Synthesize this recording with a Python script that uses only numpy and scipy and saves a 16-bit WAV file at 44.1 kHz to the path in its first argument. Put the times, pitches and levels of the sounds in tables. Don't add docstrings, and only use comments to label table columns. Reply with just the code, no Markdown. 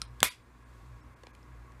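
import sys
import numpy as np
from scipy import signal
from scipy.fft import rfft, irfft
from scipy.io import wavfile

SR = 44100
rng = np.random.default_rng(int(sys.argv[2]) if len(sys.argv) > 2 else 0)


def nominal_scale(level):
    x = np.asarray(level, float) / 20
    return 10 ** x


def generate_wav(sig):
    pcm = np.round(np.clip(np.atleast_2d(sig).T, -1, 1) * 32767).astype(np.int16)
    wavfile.write(sys.argv[1], SR, pcm)


N = 79380

# start in seconds, peak level in dB.
SNAP = [
    (.2291, -30.5),
    (.2300, -42),
    (.2297, -7),
    (.2308, -14),
    (.2319, -28),
    (.2342, -29),
    (.2395, -29),
    (.2415, -27.5),
    (.2440, -31),
]
SNAP_S = SNAP[1][0]


def read(points, hz):
    f, value = np.transpose(points)
    return np.interp(np.log(hz + 1), np.log(f + 1), value)


def evened(x):
    return x / np.sqrt(np.mean(x ** 2) + 1e-20)


def add(mix, s, sound):
    part = mix[round(s * SR):][:len(sound)]
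    part += sound[:len(part)]


def shaped(gain):
    spectrum = rfft(rng.standard_normal(N))
    return irfft(spectrum * gain(np.fft.rfftfreq(N, 1 / SR)), N)


def knocks(events, ring, grit_db, grit_s, rise_s):
    out, t = np.zeros(N), np.arange(1500) / SR
    hz, width, db = np.transpose(ring)[:, :, None]
    rise = 1 - np.exp(-t / rise_s)
    fading = nominal_scale(db) * width * np.exp(-np.pi * width * t)
    band = signal.butter(2, [2500, 9000], "band", fs=SR)
    for s, peak_db, *pitch in events:
        modes = rise * (fading * np.sin(2 * np.pi * hz * np.prod(pitch) * t)).sum(axis=0)
        scrape = signal.lfilter(*band, rng.standard_normal(len(t)))
        grit = nominal_scale(grit_db) * scrape * np.exp(-t / grit_s)
        add(out, s, -nominal_scale(peak_db) * (modes / abs(modes).max() + rise * grit))
    return out


def frame_ring(s, modes, db, rise_s):
    out, t = np.zeros(N), np.arange(12000) / SR
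    ring = np.zeros(len(t))
    for hz, mode_db, t60 in modes:
        tone = np.sin(2 * np.pi * (hz * t + rng.random()))
        beat = 1 + 0.41 * np.sin(2 * np.pi * (rng.uniform(25, 50) * t + rng.random()))
        ring += nominal_scale(db + mode_db - 60 * t / t60) * tone * beat
    add(out, s, ring * np.minimum(t / rise_s, 1))
    return out


def swells(rows):
    out = np.zeros(N)
    for s, db, hz, length in rows:
        t = np.arange(0, 4 * length, 1 / SR)
        envelope = np.e * t / length * 2 * np.exp(-2 * t / length)
        add(out, s, nominal_scale(db) * envelope * np.sin(2 * np.pi * hz * t))
    return out


def hum():
    # time in seconds, level in dB.
    swell = [(0.0, -49), (0.04, -48), (0.084, -50), (0.224, -52), (0.26, -49.5), (0.29, -64), (0.38, -62.5),
             (0.956, -49.5), (1.006, -58.5), (1.066, -52), (1.148, -62.5), (1.212, -57.5), (1.252, -59.5),
             (1.448, -57.5), (1.538, -49.5), (1.624, -48.5), (1.684, -59), (1.8, -53.5)]
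    hum_hz, buzz_hz, buzz_db, wobble_rad = 58.4, 119.5, -7, .5
    t = np.arange(N) / SR
    drift = wobble_rad * evened(shaped(lambda f: f < 8))
    flutter = nominal_scale(2.5 * evened(shaped(lambda f: f < 12)))
    low = np.sin(2 * np.pi * hum_hz * t + drift)
    buzz = nominal_scale(buzz_db) * flutter * np.sin(2 * np.pi * buzz_hz * t + 1.5 * drift)
    return np.sqrt(2) * nominal_scale(np.interp(t, *np.transpose(swell))) * (low + buzz)


def air():
    # frequency in Hz, level in dB per Hz.
    colour = [(145, -8.5), (243, -4), (447, -8.5), (760, -11), (1080, -8), (1500, -10.5), (2550, -16.5),
              (3200, -26.5)]
    # centre in Hz, width in Hz, level in dB.
    fan = [(1060, 110, -70.5), (954, 25, -75.5), (1075, 20, -79), (1108, 20, -76), (1118, 32, -72.5),
           (1658, 25, -75), (1425, 30, -81), (481, 25, -77), (2057, 40, -81.5), (301, 8.7, -72.5),
           (364, 22.8, -75.5), (244, 9.4, -72.5), (78, 110, -61.5)]
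    out = nominal_scale(-62) * evened(shaped(lambda f: nominal_scale(read(colour, f)) * (f > 130) * (f < 3200)))
    for hz, width, db in fan:
        out += nominal_scale(db) * evened(shaped(lambda f: 1 / (1 + (2 * (f - hz) / width) ** 2)))
    return out


def rustle():
    # frequency in Hz, level in dB per Hz.
    colour = [(1650, -31), (2800, 0), (5410, -7), (5890, -7.5), (6360, -6.5), (7130, -6.5), (15200, -16.5)]
    # time in seconds, level in dB.
    stir = [(0, -68.5), (.09, -76), (0.198, -72.5), (.45, -76.5), (.62, -75), (.75, -71.5), (.93, -73.5),
            (1.101, -75), (1.3, -74), (1.8, -74.5)]
    level = nominal_scale(np.interp(np.arange(N) / SR, *np.transpose(stir)))
    return level * evened(shaped(lambda f: nominal_scale(read(colour, f)) * (f > 3200)))


def first_slip():
    # start in seconds, peak level in dB.
    ticks = [
        (.01745, -19.5),
        (.0220, -40),
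        (.0275, -43),
    ]
    # frequency in Hz, width in Hz, level in dB.
    modes = [(2610, 400, -15), (3400, 500, -9), (4060, 330, -2), (5120, 330, -1), (5450, 400, -5),
             (6750, 400, -10), (8270, 360, -8), (9200, 240, -10), (10500, 290, -17)]
    # frequency in Hz, level in dB, time to fade by 60 dB in seconds.
    lingering = [(3970, -18, 0.11), (5370, -18, 0.085), (3670, -5.5, 0.12), (4800, -16, 0.079),
                 (9650, 6, 0.054), (5600, -12, 0.084)]
    tick = knocks(ticks, modes, grit_db=-20, grit_s=.002, rise_s=.00015)
    return tick, frame_ring(ticks[0][0], lingering, db=-52, rise_s=0.00056)


def thumps():
    # start in seconds, peak level in dB, frequency in Hz, length in seconds.
    rows = [(.0190, -50, 176, .0087), (.0182, -36, 1330, .0022), (.022, -45, 1300, .002),
            (.0222, -42, 4250, .002), (.2065, -50, 1650, .006), (.215, -50, 2100, .006),
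            (.2195, -32, 130, .0027), (.228, -35, 256, .003), (.2297, -29, 400, .0011),
            (.2300, -32, 130, .0028), (1.2352, -44.5, 465, .003), (1.2365, -49, 960, .002),
            (1.2375, -54, 1900, .002), (1.241, -52, 480, .003), (1.2695, -47, 880, .002),
            (1.27, -50, 460, .0032), (1.2715, -59, 1490, .0017), (1.4298, -58, 5300, .0015)]
    return swells(rows)


def second_slip():
    # start in seconds, peak level in dB, pitch factor.
    ticks = [
        (.2041, -25.5, 1.02),
        (.2075, -43.5, 0.77),
        (.2185, -49.5, 0.79),
    ]
    # frequency in Hz, width in Hz, level in dB.
    modes = [(1658, 250, -8.5), (3437, 550, -0.5), (4600, 600, -1), (5600, 560, -9), (7890, 500, -5),
             (9450, 500, -10.5), (11300, 400, -18), (12700, 450, -20.5)]
    return knocks(ticks, modes, grit_db=-17, grit_s=0.002, rise_s=.0003)


def blow():
    u = (np.arange(N) / SR - SNAP_S) / .00009
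    lead_in = .6 * np.exp(-(u + 1.7) ** 2 * 2)
    dip = np.exp(-u ** 2 / 2)
    swing_back = .2 * np.exp(-(u - 4.5) ** 2 / 6)
    return nominal_scale(-1.5) * (lead_in - dip + swing_back)


def snap():
    # frequency in Hz, width in Hz, level in dB.
    modes = [(1160, 430, -18), (2400, 400, -8), (3350, 400, -4), (3600, 380, -2), (4250, 450, -5),
             (5000, 600, -7), (5830, 400, -8), (7220, 380, -4), (8000, 600, -5), (9710, 500, -3),
             (10500, 450, -8), (11800, 420, -7), (12800, 450, -10), (14500, 500, -13)]
    return knocks(SNAP, modes, grit_db=1.5, grit_s=0.0014, rise_s=.0006) + blow()


def snap_ring():
    # frequency in Hz, level in dB, time to fade by 60 dB in seconds.
    modes = [(994, -2.5, .2), (4183, -8, .09), (10900, -6.5, .12), (1362, -8, .13), (2047, -3.5, 0.21),
             (2172, -3.5, 0.17), (2240, -4.5, .2), (2476, -0.5, 0.23), (3400, -5, 0.28), (3680, -3, .17),
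             (3720, -7, 0.18), (4840, -5.5, 0.27), (8040, -4.5, .13)]
    return frame_ring(SNAP_S, modes, db=-38.0, rise_s=0.026)


def room(x, tone, db):
    # frequency in Hz, time to fade by 60 dB in seconds.
    fade = [(100, .08), (400, 0.15), (1000, 0.15), (2300, 0.24), (4500, 0.21), (8000, .19), (14000, 0.13)]
    hz, t, z = signal.stft(rng.standard_normal(SR // 2), SR, nperseg=128)
    level_db = read(tone, hz)[:, None] - 60 * t / read(fade, hz)[:, None]
    tail = signal.istft(z * nominal_scale(level_db), SR, nperseg=128)[1]
    tail = tail * np.clip(np.arange(len(tail)) / SR / 0.012, 0, 1)
    return nominal_scale(db) * signal.fftconvolve(x, tail / np.linalg.norm(tail))[:N]


def echoes(near, small):
    # frequency in Hz, level in dB per Hz.
    snap_tone = [(88, -46), (150, -11), (854, -14.5), (1330, -6.5), (1580, -9.5), (2160, -10.5),
                 (6620, -15), (11200, -10), (15200, -17)]
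    # frequency in Hz, level in dB.
    small_tone = [(300, -6.5), (1300, -8), (2250, -1), (3500, -3), (6500, -13), (9000, -1.5),
                  (15000, -10.5)]
    # start in seconds, peak level in dB, frequency in Hz, length in seconds.
    flares = [(.2375, -33, 1100, .005), (.2425, -35, 1350, .004), (.243, -31, 3410, .009),
              (.2435, -32, 2450, .006), (.2545, -31, 2140, .005), (.2585, -37, 3570, .004),
              (.260, -36, 2480, .005), (.2665, -33, 2200, .005), (.275, -41, 1950, .005),
              (.281, -40, 2150, .005), (.287, -40, 2350, .008)]
    bang = np.linalg.norm(near) * (np.arange(N) == round(SNAP_S * SR))
    return room(bang, snap_tone, -8) + room(small, small_tone, -19.5) + swells(flares)


def duck():
    drop_db, start_s, recover_s = -7, .25, .25
    since = np.arange(N) / SR - start_s
    return nominal_scale(drop_db * (since > 0) * np.exp(-np.maximum(since, 0) / recover_s))


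def claw_tap():
    # start in seconds, peak level in dB, pitch factor.
    ticks = [
        (1.2348, -46, 1.0),
        (1.2362, -56, 1.0),
    ]
    # frequency in Hz, width in Hz, level in dB.
    modes = [(1970, 390, 0), (3040, 310, 0), (3540, 430, 3), (4360, 330, 2), (5250, 940, 0.5),
             (6040, 330, -4), (7910, 500, -19), (9630, 600, -11)]
    return knocks(ticks, modes, grit_db=-4, grit_s=0.0016, rise_s=0.00028)


def beak_tick():
    # start in seconds, peak level in dB, pitch factor.
    ticks = [
        (1.2685, -40, 1.0),
        (1.2697, -52, 1.0),
    ]
    # frequency in Hz, width in Hz, level in dB.
    modes = [(2400, 160, 1), (2950, 300, -1), (3300, 300, -4), (4170, 300, -1), (5080, 450, -4),
             (6130, 400, -10), (6980, 450, -8), (9550, 900, -17)]
    return knocks(ticks, modes, grit_db=-18, grit_s=0.002, rise_s=.0004)


def light_taps():
    # start in seconds, peak level in dB, pitch factor.
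    ticks = [
        (1.3503, -46.5, 1.0),
        (1.7200, -51.5, 0.77),
    ]
    # frequency in Hz, width in Hz, level in dB.
    modes = [(2420, 155, 2.5), (3000, 400, -2.5), (4140, 400, -7), (5040, 300, -10.5), (6770, 400, -9),
             (8450, 350, -13), (10460, 500, -11), (12040, 660, -18)]
    return knocks(ticks, modes, grit_db=-7, grit_s=.0015, rise_s=0.00025)


def scene():
    slip, slip_ring = first_slip()
    near = snap()
    small = slip + thumps() + second_slip() + claw_tap() + beak_tick() + light_taps()
    background = hum() + duck() * air() + rustle()
    return (near + small + slip_ring + snap_ring() + echoes(near, small) + background)[None]


def roll_off(x):
    return signal.sosfilt(signal.butter(12, 16660, fs=SR, output="sos"), x)


def record(dry):
    # time in seconds, lowest weakened frequency in Hz, depth in dB.
    treble_dips = [(.0675, 5800, -15), (0.302, 250, -8), (0.299, 4900, -15), (.4395, 2700, -4),
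                   (0.648, 3500, -11), (1.020, 3000, -12.5), (1.153, 2500, -18), (1.324, 2700, -18.5)]
    # time in seconds, frequency in Hz, level in dB.
    lone_tones = [(0.072, 9600, -77), (.0675, 5300, -80), (.302, 10900, -53.5), (.302, 4600, -51),
                  (.302, 3720, -52), (.302, 3300, -54), (.299, 2370, -51), (.302, 1950, -53),
                  (0.071, 3900, -69), (.066, 4900, -78), (1.02, 5400, -71), (0.308, 1000, -54),
                  (0.4391, 8700, -74.5), (0.4401, 8500, -89), (0.4391, 6400, -86), (.649, 8000, -86.5),
                  (.649, 8800, -76.5), (0.73, 3900, -76), (1.020, 8000, -78), (1.325, 6400, -79)]
    dip_s, tone_s = .014, .009
    hz, t, z = signal.stft(dry, SR, nperseg=256)
    away_from_snap = abs(t - SNAP_S) > .012
    lost_db = -50 * (hz[:, None] > 15250) * away_from_snap - 60 * (hz[:, None] > 16300)
    for s, low_hz, db in treble_dips:
        lost_db = lost_db + db * (hz > low_hz)[:, None] * np.exp(-((t - s) / dip_s * 2) ** 2)
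    mix = signal.istft(z * nominal_scale(lost_db), SR, nperseg=256)[1][:, :N]
    t = np.arange(N) / SR
    for s, tone_hz, db in lone_tones:
        mix = mix + nominal_scale(db) * np.exp(-((t - s) / tone_s) ** 2) * np.sin(2 * np.pi * tone_hz * t)
    rumble_cut = signal.butter(2, 36, "high", fs=SR, output="sos")
    return roll_off(signal.sosfilt(rumble_cut, mix))


dry = scene()
out = record(dry)
generate_wav(out)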